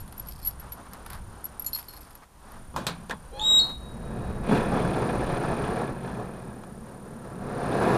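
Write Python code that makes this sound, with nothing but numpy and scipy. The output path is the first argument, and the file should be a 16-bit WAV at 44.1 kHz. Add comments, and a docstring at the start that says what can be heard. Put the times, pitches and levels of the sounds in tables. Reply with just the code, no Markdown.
"""Outdoors at a steel hangar door, in light wind, with a camera's faint pulsing whine. Keys collide and
ring in their modes as a cylinder lock is turned and the key drawn out. The handle goes down with three
clacks, impacts that set the steel leaf ringing. Stick-slip friction makes the door groan and squeal as
it breaks free; then its rollers rumble over the rail and its joints, slow, and are pushed on.
The hall behind the door adds a faint reverberation."""
import sys
import numpy as np
from scipy import signal
from scipy.fft import rfft, irfft, next_fast_len
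from scipy.io import wavfile

SR = 44100
rng = np.random.default_rng(int(sys.argv[2]) if len(sys.argv) > 2 else 0)


def wav_record(signal):
    """Record a signal, one row per channel, as 16-bit PCM in the file named by sys.argv[1]."""
    frames = np.transpose(np.atleast_2d(signal))
    bounded = np.clip(frames, -1, 1)
    # unit amplitude maps onto the largest positive 16-bit level
    quanta = np.round(bounded * 32767).astype(np.int16)
    wavfile.write(sys.argv[1], SR, quanta)


N = 351477
TIME = np.arange(N) / SR
SCREECH_S = 3.586   # the squeal breaks into a higher mode

# speed of the door on its rail, as the level of its rollers: t/s, level/dB
ROLL = [(3.75, -52), (4.22, -39), (4.42, -40), (4.53, -23), (4.68, -30), (4.74, -28), (5.82, -31),
        (5.97, -41), (6.04, -36), (6.76, -49), (7.24, -46), (7.76, -26), (7.95, -23)]
# decay of the steel leaf: f/Hz, T60/s
DOOR_T60 = [(100, 0.51), (300, 0.12), (1000, 0.24), (3500, 0.29), (12000, 0.16)]


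def from_db(db):
    """Amplitude ratio of a level."""
    return 10 ** (np.asarray(db) / 20)


def rms_one(x):
    """Normalisation to unit power."""
    return x / np.sqrt(np.mean(x ** 2) + 1e-20)


def at_hz(points, hz):
    """Interpolation on a logarithmic frequency axis."""
    frequencies, values = np.transpose(points)
    return np.interp(np.log(hz + 1e-9), np.log(frequencies), values)


def colour(x, spectrum):
    """Spectral shaping, falling 12 dB per octave beyond the ends of the spectrum; rms 1."""
    size = next_fast_len(len(x))
    hz = np.arange(size // 2 + 1) * SR / size + 1e-3
    ends = np.minimum(1, hz / spectrum[0][0]) ** 2 * np.minimum(1, spectrum[-1][0] / hz) ** 2
    return rms_one(irfft(rfft(x, size) * from_db(at_hz(spectrum, hz)) * ends, size)[:len(x)])


def drift(per_s):
    """Random modulation, interpolated between per_s values a second; rms 1."""
    return rms_one(np.interp(TIME * per_s, np.arange(N // 8), rng.standard_normal(N // 8)))


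def grains(per_s, spread_db):
    """Shot noise: a Poisson train of tiny impacts of uneven size."""
    sizes = from_db(spread_db * np.minimum(rng.exponential(1, N), 4)) * rng.choice([-1, 1], N)
    return sizes * (rng.random(N) < per_s / SR)


def add(out, s, sound):
    """Superposition of a sound from time s on."""
    start = round(s * SR)
    out[start:start + len(sound)] += sound[:N - start]


def swells(rows):
    """Gaussian rises of amplitude that add in power, as incoherent sources do."""
    return np.sqrt(sum((from_db(db) * np.exp(-.5 * ((TIME - s) / half_s) ** 2)) ** 2
                       for s, half_s, db in rows))


def envelope(start_s, attack_s, hold_s, t60, db):
    """A smooth attack, a hold and an exponential decay."""
    rise = np.sin(np.pi / 2 * np.clip((TIME - start_s) / attack_s, 0, 1)) ** 2
    return rise * from_db(db - 60 * np.clip((TIME - start_s - attack_s - hold_s) / t60, 0, 2))


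def glide(start_s, hz, hz_per_s):
    """A linear frequency sweep that stops after a quarter of a second."""
    return hz + hz_per_s * np.clip(TIME - start_s, 0, .25)


def tone(hz, partials, jitter_hz):
    """Sustained oscillation with frequency jitter; partials are harmonic number, level/dB."""
    phase = 2 * np.pi * np.cumsum(hz + jitter_hz * drift(700)) / SR
    return np.sqrt(2) * sum(from_db(db) * np.sin(k * phase) for k, db in partials)


def ring(modes, t):
    """Free vibration: damped sinusoids, weighted and tuned a little differently by each impact."""
    chance = rng.normal(0, (1.5, .001), (len(modes), 2))
    sines = sum(from_db(db + more_db - 60 * t / t60) * np.sin(2 * np.pi * hz * (1 + detune) * t)
                for (hz, db, t60), (more_db, detune) in zip(modes, chance))
    return sines * (1 - np.exp(-t / .0006))


def burst(spectrum, t60s, t, tilt_db=0, t60_factor=1):
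    """High modal density: third octaves of noise, each decaying at its own rate; tilt per octave."""
    hz = np.arange(len(t) // 2 + 1) * SR / len(t)
    edges = np.geomspace(45, 16000, 26)
    centres = np.sqrt(edges[1:] * edges[:-1])[:, None]
    gain = from_db(at_hz(spectrum, hz) + tilt_db * np.log2(np.maximum(hz, 150) / 1000))
    noise = rfft(rng.standard_normal(len(t))) * gain
    bands = irfft(noise * ((hz >= edges[:-1, None]) & (hz < edges[1:, None])), len(t))
    envelopes = (1 - np.exp(-2 * centres * t)) * from_db(-60 * t / (at_hz(t60s, centres) * t60_factor))
    return (bands * envelopes).sum(0) / bands.sum(0).std()


def dip_db(s=2.29, half_s=.09, depth_db=6.5):
    """A brief Gaussian dip in the level of the background."""
    return -depth_db * np.exp(-.5 * ((TIME - s) / half_s) ** 2)


def travel():
    """Rolling noise grows with speed: the rollers' level/dB, and a 0-1 ramp as they start."""
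    return np.interp(TIME, *np.transpose(ROLL)), np.clip((TIME - ROLL[0][0]) / .066, 0, 1)


def air(breeze_db=-50, wash_db=-51.3, fall_db_per_s=.6):
    """Turbulent pressure fluctuations on the microphone, over a wash of distant outdoor noise."""
    # gusts, and the draught through the opening door: centre t/s, half width/s, level/dB
    gusts = [(0.0, .035, -38), (0.5, .3, -44), (1.2, .1, -38), (2.85, .3, -49), (3.65, .3, -44),
             (4.42, .3, -32), (5.3, .6, -38.5), (7.8, .35, -45)]
    # spectra of the wind and the wash: f/Hz, level/dB
    wind_spectrum = [(20, 3), (40, -7), (58, 2.5), (80, -7.5), (150, -10.5), (300, -25.5), (500, -36.5)]
    wash_spectrum = [(200, 1), (430, -3.5), (650, -3), (1000, -0.5), (1300, -4.5), (1600, -7.5),
                     (2200, -18.5), (4300, -22.5), (8500, -29.5)]
    strength = np.hypot(from_db(breeze_db), swells(gusts)) * from_db(.92 * drift(14))
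    wind = strength * colour(rng.standard_normal(N), wind_spectrum)
    wash_level = from_db(wash_db - fall_db_per_s * TIME + 2.1 * drift(15))
    wash = wash_level * colour(rng.standard_normal(N), wash_spectrum)
    return (wind + wash) * from_db(dip_db())


def camera_noise(whine_hz=9514, bend_hz=660, pulse_hz=36.316):
    """Electrical noise: hiss, and an amplitude-modulated whine that grows with the rumble."""
    # spectrum of the hiss: f/Hz, level/dB
    hiss_spectrum = [(2000, 2), (5000, -1), (11000, 1.5), (14500, -6.5)]
    roll_db, _ = travel()
    hz = whine_hz + bend_hz * np.exp((TIME - TIME[-1]) / .09)   # bends upward at the end
    db = -58.3 + .9 * np.clip(roll_db + 39, 0, 9) + 2.2 * dip_db()
    gate = np.clip(.5 + 1.1 * np.cos(2 * np.pi * pulse_hz * (TIME - .0085)), 0, 1)
    whine = from_db(db) * gate * tone(hz, [(1, 0)], jitter_hz=11.5)
    return whine + from_db(-63 + .4 * dip_db()) * colour(rng.standard_normal(N), hiss_spectrum)


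def keys():
    """Each collision chatters and excites the modes of the bunch, weighted by the part struck."""
    # collisions: t/s, relative level/dB, part struck
    jingles = [(0.0024, -38, "long key"), (0.179, -28, "gripped key"), (0.197, -23.5, "gripped key"),
               (0.27, -40, "small key"), (0.285, -27, "small key"), (0.4288, -39, "ring"),
               (0.4486, -23.5, "small key"), (0.4595, -22, "small key"), (0.4725, -16, "small key"),
               (0.5967, -32.5, "small key"), (0.7216, -28, "small key"), (1.4425, -22, "gripped key"),
               (1.453, -22, "gripped key"), (1.5955, -20, "gripped key"), (1.6215, -23, "gripped key"),
               (1.6447, -30, "small key"), (1.663, -20.5, "long key"), (1.6705, -24, "small key"),
               (1.731, -25, "ring"), (1.7479, -22.5, "ring"), (1.774, -26.5, "small key"),
               (1.7916, -30, "small key"), (1.884, -35, "ring"), (1.9065, -43, "ring"),
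               (1.937, -41, "ring"), (1.965, -42, "ring"), (2.008, -41, "small key"),
               (2.152, -36, "gripped key")]
    # modes of the small keys, whole bunch, split ring and long key: f/Hz, level/dB, T60/s
    small_modes = [(11520, -2, 0.064), (11760, -9, 0.046), (10980, -19, 0.038)]
    bunch_modes = [(5520, -33, 0.066), (10050, -23, 0.12), (14450, -26, 0.028)]
    ring_modes = [(4275, 3, 0.076), (4380, -1, 0.053), (4970, -8, .06), (5470, -10.5, .07)]
    long_modes = [(7060, 0.48, 0.081), (9700, -0.74, 0.15)]
    # by part struck: split ring gain/dB, long key gain/dB, T60 factor of the other modes
    response = {"small key": (-26, -35, 1), "gripped key": (-40, -35, .45), "ring": (-3.5, -33, 1),
                "long key": (-17, -13, 1)}
    # spectrum of the chatter: f/Hz, level/dB
    chatter_spectrum = [(2300, 0), (4000, -5.5), (5300, 3.5), (6300, -6), (8500, -1), (12000, -6.5)]
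    out, t = np.zeros(N), TIME[:2 ** 13]
    for s, db, part in jingles:
        ring_db, long_db, t60_factor = response[part]
        metal = ring([(hz, level, t60 * t60_factor) for hz, level, t60 in small_modes + bunch_modes], t)
        metal += from_db(ring_db - 7) * ring(ring_modes, t)
        metal += from_db(long_db - 2) * ring(long_modes, t)
        contacts = rng.standard_normal(len(t)) * from_db(5.3 * np.repeat(rng.standard_normal(128), 64))
        chatter = colour(contacts, chatter_spectrum) * from_db(-60 * t / .14)
        # a harder knock lengthens the contact, so the chatter grows less than the ring
        chatter_gain = from_db(-50 + .25 * (db + 23.5)) * np.sqrt(t60_factor)
        add(out, s, from_db(db + 1.5) * metal + chatter_gain * chatter)
    return out


def leaf_drumming(cruise_db=-32.3, follows=.65):
    """Low plate modes of the leaf boom under pushes and thuds, and drum as the rollers shake it."""
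    # hand pressure, the bolt's thud, the rollers' first jolt: centre t/s, half width/s, level/dB
    booms = [(0.1, .2, -52), (0.93, .03, -50), (2.6, .07, -51), (2.86, .07, -40), (3.02, .1, -49),
             (3.68, .13, -47), (4.2, .12, -37), (4.545, .035, -24.5)]
    # response of the leaf: f/Hz, level/dB
    spectrum = [(60, -17), (92, -12), (115, 1), (135, 2), (155, -3.5), (190, 0.5), (230, -0.5),
                (290, -13.5), (500, -19)]
    roll_db, moving = travel()
    shaking = moving * from_db(cruise_db + follows * (roll_db + 30))
    drive = np.hypot(shaking, swells(booms)) * from_db(.5 * drift(25))
    return drive * colour(grains(1100, 1.16), spectrum)


def lock_and_grip():
    """Heavily damped metal parts tick, the lock case knocks, and sliding friction scrapes."""
    # clicks of the key, the bunch, then the hand gripping the handle: t/s, relative level/dB
    clicks = [(0.078, -41), (0.125, -38), (0.72, -37), (0.934, -35), (1.063, -35.5), (1.103, -33),
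              (1.132, -33.5), (1.152, -42), (1.759, -33), (1.787, -30), (1.828, -41), (1.936, -39),
              (1.974, -41), (2.108, -43), (2.153, -42), (2.52, -45)]
    # scrapes of the key, the bunch, then the hand on the handle: centre t/s, half width/s, level/dB
    scrapes = [(0.47, .03, -54), (0.62, .025, -53), (0.87, .01, -47.5), (0.945, .018, -46),
               (1.065, .005, -42), (1.135, .035, -46), (2.08, .025, -55), (2.235, .012, -51),
               (2.55, .05, -54)]
    # spectra of a click and a scrape: f/Hz, level/dB
    click_spectrum = [(300, -25.5), (950, 0), (1700, -5), (2700, -11), (4400, -6), (6500, -11),
                      (9000, -8.5), (11300, 11), (14500, -15)]
    scrape_spectrum = [(400, -14), (700, -4), (1000, 0), (1700, -5), (2700, -20), (4400, -19), (7000, -29),
                       (12000, -28)]
    t60s = [(800, .23), (4500, .1), (9000, .039)]   # f/Hz, T60/s
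    out, t = np.zeros(N), TIME[:2 ** 13]
    tick = 1 + from_db(6) * np.exp(-t / .0025)
    for s, db in clicks:
        add(out, s, from_db(db - 10) * tick * burst(click_spectrum, t60s, t, tilt_db=-2.4))
    return out + swells(scrapes) * colour(grains(2500, 2.5), scrape_spectrum)


def clinks(per_s=110, t60=.016):
    """Faint random collisions among the keys merge into shot noise while the hand moves."""
    # movements of the hand: centre t/s, half width/s, level/dB
    handling = [(0.28, .055, -51), (0.44, .05, -51), (1.13, .035, -56), (1.78, .04, -47), (1.95, .11, -58)]
    # spectrum of the clinks: f/Hz, level/dB
    spectrum = [(2300, -9), (3500, -8), (4400, 0), (5400, 0), (6500, -9), (9500, -7), (11500, 10),
                (12800, -6), (14500, -2)]
    t = TIME[:2 ** 13]
    clink = rng.standard_normal(len(t)) * from_db(-60 * t / t60)
    return swells(handling) * colour(signal.fftconvolve(grains(per_s, 3.5), clink)[:N], spectrum)


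def blow(s, db, tilt_db, t60_factor, part_hz):
    """Impact on the door: a crack coloured by the struck part's resonance, then free vibration."""
    # spectrum of the impact: f/Hz, level/dB
    impact_spectrum = [(60, -28.5), (170, 0.5), (290, 2.5), (460, 0), (950, 1), (1650, -3), (2000, -13),
                       (2500, -12), (4100, -13), (5200, -17.5), (8000, -18), (14000, -26.5)]
    # modes of the steel leaf and its latch: f/Hz, level/dB, T60/s
    door_modes = [(171.4, -18.5, 0.87), (441, -13.5, 0.16), (867, -17, 0.14), (1580, -26, 0.14),
                  (2460, -20.5, 0.22), (3400, -17, .22)]
    out, t = np.zeros(N), TIME[:2 ** 15]
    grid_hz = np.geomspace(45, 16000, 150)
    resonance_db = 9.1 / (1 + (np.log2(grid_hz / part_hz) / .21) ** 2)
    spectrum = np.column_stack([grid_hz, at_hz(impact_spectrum, grid_hz) + resonance_db])
    onset = 1 + from_db(.5) * np.exp(-t / .0035)
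    crack = onset * burst(spectrum, DOOR_T60, t, tilt_db, t60_factor)
    modes = [(hz, level + tilt_db * np.log2(hz / 1000) / 2, t60 * t60_factor)
             for hz, level, t60 in door_modes]
    add(out, s, from_db(db - 4.5) * (crack + from_db(.5) * ring(modes, t)))
    return out


def clacks(rebound_s=.017):
    """Inelastic impacts of handle and latch: each rebounds softer, duller, lower, and rings longer."""
    # strikes: t/s, relative level/dB, tilt/(dB per octave), T60 factor, resonance f/Hz
    strikes = [(2.74, -34, -7, .7, 1090), (2.7619, -25, .5, 1.1, 1030), (2.8671, -21.5, 2.3, 0.62, 4040),
               (3.096, -27.5, -.5, 0.42, 460), (3.109, -24.5, -.5, 0.36, 1700)]
    return sum(blow(s, db, tilt_db, t60_factor, hz)
               + blow(s + rebound_s, db - 7, tilt_db - 4.5, 2 * t60_factor, .55 * hz)
               for s, db, tilt_db, t60_factor, hz in strikes)


def latch_hook(start_s=3.099):
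    """Rough stick-slip of steel on steel: the hook squawks off its catch."""
    level = envelope(start_s, .012, .009, t60=.04, db=-32.5) * from_db(3 * drift(400))
    return level * tone(glide(start_s, 1550, hz_per_s=10000), [(1, -2), (2, -13.5)], jitter_hz=130)


def rub():
    """Dry friction: colliding asperities make broadband noise as the door breaks free."""
    # f/Hz, level/dB
    spectrum = [(200, 8.5), (520, 3), (1100, 4.5), (2000, -11.5), (3400, -15.5), (6000, -20),
                (12000, -21)]
    return envelope(3.27, .26, .17, t60=.28, db=-41) * colour(grains(3000, 1.7), spectrum)


def groan(start_s=3.3, top_hz=866):
    """Slow stick-slip, a relaxation oscillation: rising harmonics over a rough, lower growl."""
    # harmonic number, level/dB
    partials = [(1, -2), (2, -19), (3, -18.5), (4, -13), (5, -12), (7, -29)]
    hz = np.minimum(glide(start_s, 782, hz_per_s=680), top_hz)
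    growl = envelope(3.305, .035, .012, t60=.45, db=-43.5) * tone(.63 * hz, [(1, .024)], jitter_hz=59)
    harmonics = envelope(start_s, .1, .025, t60=.17, db=-40.5) * tone(hz, partials, jitter_hz=16)
    surge = envelope(3.395, .025, .008, t60=.15, db=-36) * tone(hz, [(1, 0)], jitter_hz=11)
    return growl + harmonics + surge


def squeal(mode_hz=3815.5, flat_hz=400, lock_on_s=3.416, swell_db_per_s=32):
    """Self-excited vibration: friction starts flat and rasping, then locks on to a mode of the steel."""
    # harmonic number, level/dB
    harmonics = [(1, -1.5), (2, -16.5), (3, -34)]
    # the rasp just below the mode: f/Hz, level/dB
    rasp_spectrum = [(2900, -25), (3350, -5), (3600, 0), (3800, -6), (4100, -28), (6800, -34), (7200, -20),
                     (7600, -32)]
    loose = .5 - .5 * np.tanh((TIME - lock_on_s) / .022)
    released = np.clip((TIME - SCREECH_S) / .04, 0, 1)   # the grip breaks and the overtones weaken
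    roughness = .02 + .9 * loose + .09 * released
    partials = [(k, db - 12 * released * (k > 1)) for k, db in harmonics]
    pull = from_db(swell_db_per_s * (np.minimum(TIME, SCREECH_S) - 3.53))
    first_catch = pull * envelope(3.385, .125, .08, t60=.27, db=-16)
    second_catch = envelope(3.68, .03, .035, t60=.18, db=-44)
    flutter = from_db(9 * roughness * drift(300))
    vibration = tone(mode_hz - flat_hz * loose, partials, jitter_hz=170 * roughness)
    rasp = envelope(3.398, .025, .045, t60=.22, db=-39) * colour(grains(4000, 2), rasp_spectrum)
    return (first_catch + second_catch) * flutter * vibration + rasp


def screech():
    """Mode jump: friction drives a higher, harsher mode, which sags in pitch inside a noisy fringe."""
    # f/Hz, level/dB
    spectrum = [(3300, -29), (4100, -3), (4300, 17.5), (4500, -28.5), (4700, -5.5), (5100, -52),
                (7500, -33), (8100, -16), (8800, -25.5)]
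    fringe = from_db(4) * colour(rng.standard_normal(N), spectrum)
    vibration = tone(glide(SCREECH_S, 4250, hz_per_s=-800), [(1, 3.5), (2, -30)], jitter_hz=72.4)
    return envelope(SCREECH_S, .012, .008, t60=.26, db=-30.5) * (vibration + fringe)


def steel(x):
    """Convolution adds the many narrow resonances of sheet steel to the direct sound; rms 1."""
    tail = burst([(100, 0), (10000, 0)], DOOR_T60, TIME[:2 ** 14])
    return rms_one(x + from_db(-11.5) * signal.fftconvolve(x, tail / np.linalg.norm(tail))[:N])


def rolling(hand_on_s=6.636, hand_damps_db=1):
    """Rolling contact is a stream of tiny impacts; grit and loose fittings rattle more with speed."""
    # spectra of the rollers, the grit and the fittings: f/Hz, level/dB
    roller_spectrum = [(150, -10), (280, -2.5), (400, 2), (600, -1), (900, -4), (1250, -8.5), (1450, -13),
                       (1700, -11.5), (2050, -24.5), (2450, -31.5), (2850, -39), (4000, -31)]
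    grit_spectrum = [(1500, 8), (2500, 8), (2900, 6), (3450, -18), (4000, 2.5), (5000, -3.5), (6500, -11),
                     (11500, -6.5), (14500, -33)]
    rattle_spectrum = [(2000, -10), (2450, 1.5), (2850, -14), (3450, -3.5), (3900, -12.5), (5000, -27)]
    roll_db, moving = travel()
    rollers = from_db(roll_db - .2 + 1.1 * drift(40)) * colour(steel(grains(2600, 2.1)), roller_spectrum)
    grit = from_db(-21.7) * colour(grains(5000, 3.9), grit_spectrum)
    rattle_level = from_db(-25.5 + 3.7 * np.minimum(drift(90), 2))
    rattle = rattle_level * colour(steel(grains(2500, 3.1)), rattle_spectrum)
    t = TIME[:2 ** 11]
    tick = rng.standard_normal(len(t)) * from_db(-60 * t / .04)
    ticks = from_db(-24) * colour(signal.fftconvolve(grains(45, 1.5), tick)[:N], rattle_spectrum)
    held = TIME > hand_on_s   # a hand holds the leaf and quiets the fittings
    shaking = from_db(roll_db + .27 * (roll_db + 35) - hand_damps_db * held)
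    return moving * (rollers + shaking * (grit + rattle + ticks * ~held))


def rail_joints():
    """Impact excitation as the rollers cross joints; the heavier the jolt, the duller it is."""
    # jolts: t/s, relative level/dB, resonance of the shaken part f/Hz
    jolts = [(4.488, -23, 520), (4.510, -17.5, 495), (4.531, -21, 400), (4.564, -22, 480),
             (4.724, -24.5, 1220), (4.772, -23, 1110), (4.848, -26, 716), (5.265, -29.5, 2450),
             (5.640, -29, 3150), (6.075, -33, 800)]
    return sum(blow(s, db, tilt_db=-6 - .4 * (db + 25), t60_factor=1.4, part_hz=hz)
               for s, db, hz in jolts)


def dead_knock():
    """Damping by the hand cuts short one impact on the held door."""
    return blow(6.636, db=-31, tilt_db=-4, t60_factor=.15, part_hz=1250)


def hangar(x):
    """Reverberation: convolution with the long, diffuse decay of the hall behind the door."""
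    # reverberation time: f/Hz, T60/s
    t60s = [(100, 2.5), (1000, 0.88), (4000, 2.1), (12000, 1.5)]
    tail = burst([(100, 9), (4000, 5.5), (12000, -10)], t60s, TIME[:2 ** 16])
    return signal.fftconvolve(x, tail / np.linalg.norm(tail))[:N]


def scene():
    """Keys and lock radiate into the free field; the door also excites the hall."""
    outdoors = air() + keys() + lock_and_grip() + clinks()
    door = leaf_drumming() + clacks() + latch_hook() + rub() + groan() + squeal() + screech()
    door += rolling() + rail_joints() + dead_knock()
    return (outdoors + door + from_db(-37) * hangar(door))[None]


def record(dry):
    """The camera adds its self-noise and limits the bandwidth with a steep low-pass filter."""
    stopband_hz = 15200
    lowpass = signal.cheby2(18, 60, stopband_hz, fs=SR, output="sos")
    return signal.sosfilt(lowpass, dry + camera_noise())


dry = scene()
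out = record(dry)
wav_record(out)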